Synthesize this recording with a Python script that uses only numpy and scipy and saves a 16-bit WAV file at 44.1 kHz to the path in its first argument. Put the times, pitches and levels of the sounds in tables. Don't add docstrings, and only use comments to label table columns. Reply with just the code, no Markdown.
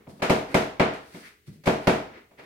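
import sys
import numpy as np
from scipy import signal
from scipy.fft import rfft, irfft
from scipy.io import wavfile
from scipy.ndimage import uniform_filter1d

SR = 44100
rng = np.random.default_rng(int(sys.argv[2]) if len(sys.argv) > 2 else 0)


def to_wav(sig):
    pcm = np.clip(np.atleast_2d(sig), -1, 1) * 32767
    pcm = np.round(pcm).astype(np.int16)
    wavfile.write(sys.argv[1], SR, pcm.T)


N = 108045
RING = SR * 2 // 3
AGE = np.arange(RING) / SR


def from_db(db):
    return 10 ** (np.asarray(db) / 20)


def decay(t60_s, age=AGE):
    return from_db(-60 * age / t60_s)


def attack(rise_s):
    return 1 - np.exp(-AGE / rise_s)


def at_hz(points, hz):
    f, value = np.transpose(points)
    return np.interp(np.log(np.maximum(hz, 1)), np.log(f), value)


def pan(db):
    return from_db(np.array([[.5], [-.5]]) * db)


def butter(x, hz, kind, order=1):
    return signal.sosfilt(signal.butter(order, hz, kind, fs=SR, output="sos"), x)


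def add(out, start_s, sound):
    i = max(int(start_s * SR), 0)
    out[..., i:i + sound.shape[-1]] += sound[..., :out.shape[-1] - i]


def steady(noise, window_s=.03):
    power = uniform_filter1d(np.mean(noise ** 2, axis=0), int(window_s * SR))
    return noise * np.sqrt(power.mean() / (power + 1e-14))


def shelves(x, bass_db, treble_db, bass_hz=300, treble_hz=4500):
    x = x + (from_db(bass_db) - 1) * butter(x, bass_hz, "low")
    hardness = from_db(treble_db / 2)
    for _ in range(2):
        x = hardness * x + (1 - hardness) * butter(x, treble_hz, "low")
    return x


def room_noise(spectrum, size):
    # (frequency [Hz], left-right correlation [-1..1])
    likeness = [(60, 0.89), (150, 0.91), (280, 0.95), (500, 0.48), (900, -0.083), (1400, -0.17),
                (2200, 0.14), (4000, -0.053), (12000, -0.095)]
    # (frequency [Hz], left minus right [dB])
    balance = [(125, 1.5), (250, -1.5), (500, 2.6), (1000, -3.2), (2000, 0), (4000, 4.4), (8000, 0.6),
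               (13000, 0)]
    hz = np.arange(size // 2 + 1) * SR / size
    mid, side = rfft(rng.standard_normal((2, size)))
    alike = at_hz(likeness, hz)
    stereo = np.sqrt(1 + alike) * mid + np.sqrt(1 - alike) * side * [[1], [-1]]
    colour = from_db(at_hz(spectrum, hz)) * (hz > 20)
    noise = irfft(stereo * colour * pan(at_hz(balance, hz)), size)
    return noise / noise.std()


def room_tone(level_db=-65):
    # (frequency [Hz], relative density [dB])
    floor = [(25, -17), (70, 7), (150, -4), (400, -5), (900, -33), (2000, -10.5), (5000, -20.5),
             (13000, -21), (16000, -17)]
    return from_db(level_db) * room_noise(floor, N)


def hum(hz=420, level_db=-72.5):
    return from_db(level_db) * np.sin(2 * np.pi * hz * np.arange(N) / SR)


def rustles(t60_s=0.34):
    # (start [s], swell [s], rub [dB], scuff [dB], hiss [dB])
    moves = [(-0.05, 0.076, -56.5, -65, -92), (0.074, 0.029, -51.5, -64.5, -58),
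             (0.14, .04, -56, -80, -64.5), (0.461, .06, -41.5, -46, -55), (0.988, 0.1, -64, -66, -59.5),
             (1.09, .075, -56, -52, -52.5), (1.16, .045, -71.5, -65, -54.5), (1.201, 0.061, -60, -47, -55),
             (1.26, 0.016, -70, -55.5, -62), (1.457, 0.019, -64, -61, -59),
             (1.52, 0.014, -67.5, -71, -63.5), (1.79, 0.054, -61, -46, -57),
             (2.08, 0.094, -49.5, -49.5, -83), (2.37, 0.028, -52, -49, -69), (2.42, 0.02, -52, -54, -67)]
    # (frequency [Hz], relative density [dB])
    rub = [(40, -11.5), (100, -13), (200, 2), (450, 1.5), (700, -9.5), (1200, -9), (3000, -34),
           (16000, -56.5)]
    scuff = [(100, -18.5), (500, -19), (900, -7), (1400, 2), (2100, 5), (3000, -7), (5000, -14.5),
             (9000, -34.5), (16000, -50)]
    hiss = [(500, -12), (2000, -4), (4500, 4.5), (7000, -3.5), (9000, 0), (13000, -6.5), (16000, -12.5)]
    t, powers = np.arange(N) / SR, 0
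    for start, swell, *levels_db in moves:
        rise = np.clip((t - start) / swell, 0, 1)
        fall = decay(t60_s, np.maximum(t - start - swell, 0))
        powers = powers + np.outer(from_db(levels_db), rise * fall) ** 2
    return sum(np.sqrt(power) * room_noise(colour, N) for power, colour in zip(powers, (rub, scuff, hiss)))


def footfalls(width_octaves=0.94, board_db=10):
    # (time [s], level [dB], pitch [Hz])
    steps = [(0.075, -42.5, 155.7), (0.127, -47.5, 201), (1.143, -44.5, 174), (1.152, -46, 288),
             (1.168, -48.5, 215), (1.477, -39, 145), (1.553, -53, 178), (1.584, -54.5, 150)]
    out, hz = np.zeros((2, N)), np.geomspace(20, 16000, 40)
    for start, db, pitch in steps:
        hump_db = -40 * np.log10(1 + (np.log2(hz / pitch) / width_octaves) ** 2)
        boom = steady(room_noise(np.c_[hz, hump_db], RING)) * decay(t60_s=0.33)
        board = from_db(board_db) * np.sin(2 * np.pi * pitch * AGE) * decay(t60_s=0.077)
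        add(out, start, from_db(db) * (board + boom) * attack(rise_s=0.0047))
    return out


def reverberation(high, split_hz=1150):
    # (frequency [Hz], relative density [dB])
    colour = [(30, -22), (70, -12.5), (120, -9), (200, -1), (320, -1.5), (450, -3), (630, -1.5), (1000, -3),
              (1600, -10.5), (2300, -11.5), (3200, -18), (5000, -25), (8000, -29.5), (13000, -37),
              (16000, -50.5)]
    # (frequency [Hz], t60 [s])
    t60s = [(60, 0.58), (160, 0.37), (420, 0.48), (1100, 0.47), (2500, 0.44), (5000, 0.47), (8000, 0.37),
            (14000, 0.38)]
    spectrum = rfft(room_noise(colour, RING))
    hz, centres = np.arange(RING // 2 + 1) * SR / RING, np.geomspace(60, 15000, 17)
    tail, undamped = 0, 0
    for centre, pick in zip(centres, np.eye(len(centres))):
        if (centre > split_hz) == high:
            band = steady(irfft(spectrum * np.interp(hz, centres, pick), RING))
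            tail = tail + band * decay(at_hz(t60s, centre))
            undamped = undamped + band
    return tail / undamped.std() * attack(rise_s=0.00224)


def standing_waves(delay_s=0.00805, scatter_db=0.5, longest_t60_s=.55):
    # (frequency [Hz], level [dB], t60 before the cap [s], left minus right [dB])
    modes = [(53.6, -55, 0.42, 3.5), (74.5, -33.5, 0.24, 1.5), (95.4, -58.5, 0.33, -5),
             (145.15, -31.5, 0.37, -0.5), (205, -35, 0.43, -0.5), (216.8, -34, 0.33, 0),
             (255, -29.5, 0.31, 4), (291.7, -36, 0.594, 6), (368, -30.5, 0.41, -5), (451, -29, 0.47, -7.5),
             (482.3, -28.5, 0.33, -10.5), (490, -52.5, 0.48, -10), (631, -26, 0.39, 12.5),
             (678, -28, 0.39, 3.5), (704, -40, 0.87, 3), (751.5, -42, 0.67, 4), (856, -38, 0.33, 26.5)]
    age, out = np.maximum(AGE - delay_s, 0), 0
    for hz, db, t60, side_db in modes:
        gain = pan(side_db) * from_db(db + scatter_db * rng.standard_normal())
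        out = out + gain * decay(min(t60, longest_t60_s), age) * np.sin(2 * np.pi * hz * age)
    return out


def wood_thud(gain_db=18, band_hz=(55, 2960)):
    # (delay [s], gain [ratio], left ear's lead [s])
    paths = [(0.0, -0.43, -.0002), (0.0045, 0.8, 0.0), (0.0076, -0.13, 0.0001), (0.0094, 0.95, -.0002),
             (0.0238, 0.0041, 0.0), (0.0269, -0.55, 0.0001), (0.0316, 0.25, 0.0), (0.0413, -0.14, 0.0)]
    # (frequency [Hz], bandwidth [Hz], level [dB])
    resonances = [(67.4, 19, 0), (150, 23, -7.5), (215, 53, 3), (387.5, 38, 3.5), (495, 72, 8.5),
                  (660, 18, 1), (850, 150, -13.5), (1157, 83, -6.5), (2154, 320, -6)]
    clicks, thud = np.zeros((2, RING)) + 1e-18, 0
    for delay, gain, lead in paths:
        for ear, arrival in zip(clicks, (delay - lead / 2, delay + lead / 2)):
            add(ear, arrival, np.array([gain]))
    for hz, width, db in resonances:
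        radius = np.exp(-np.pi * width / SR)
        feedback = [1, -2 * radius * np.cos(2 * np.pi * hz / SR), radius ** 2]
        ringing = (1 - radius ** 2) / 2 * signal.lfilter([1, 0, -1], feedback, clicks)
        thud = thud + from_db(db) * ringing
    return from_db(gain_db) * butter(thud, band_hz, "band", order=2)


def snap(gain_db=-19, pan_db=-4):
    # (frequency [Hz], relative density [dB])
    colour = [(400, -21), (800, -9), (1400, -1), (2300, 8.5), (3200, -13), (4300, -3.5), (7000, -17),
              (13000, -18), (16000, -30)]
    envelope = attack(rise_s=0.00071) * decay(t60_s=0.021)
    return from_db(gain_db) * pan(pan_db) * room_noise(colour, RING) * envelope


def knocks(boom_db=-19, high_tail_db=-22, touch_lead_s=0.0016, touch_db=-11.5):
    # (time [s], level [dB], bass [dB], crack [dB], treble [dB], snap [dB])
    blows = [(0.0686, -30, -0.5, -20.5, -8, -6), (0.195, -33.5, 6, 1, -3, -17),
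             (0.2208, -5.5, -4.5, 3, -2.5, -3), (0.2968, -0.5, 3.5, -2, 2.5, 2),
             (0.5434, -1, 3.5, 0.5, 0.5, 4), (0.7973, 0, 2, 1.5, -14, 5), (0.935, -31, -13, 11, 0, 1),
             (1.145, -30, -2, 3, -4, 1), (1.6374, -35.5, 1, 3.5, 10.5, 0), (1.6574, -18, -1, 5, 6.5, -1.5),
             (1.6699, -2, 5, -1.5, -2, -1.5), (1.8711, 0, 4.5, 0, -2, 4), (2.309, -40.5, 0.5, -2.5, -7, 4),
             (2.388, -30.5, -12, -3, 1, 4.5)]
    out = np.zeros((2, N))
    body = wood_thud() + from_db(boom_db) * reverberation(high=False)
    for start, db, bass_db, crack_db, treble_db, snap_db in blows:
        crack = from_db(snap_db) * snap() + from_db(high_tail_db) * reverberation(high=True)
        blow = body + standing_waves() + from_db(crack_db) * crack
        add(out, start, from_db(db) * shelves(blow, bass_db, treble_db))
        touch = butter(snap(), 3000, "low")
        add(out, start - touch_lead_s, from_db(db + crack_db + touch_db) * touch)
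    return out


def scene():
    return knocks() + hum() + footfalls() + rustles() + room_tone()


def record(dry):
    return signal.sosfilt(signal.ellip(10, .2, 80, 16000, fs=SR, output="sos"), dry)


dry = scene()
out = record(dry)
to_wav(out)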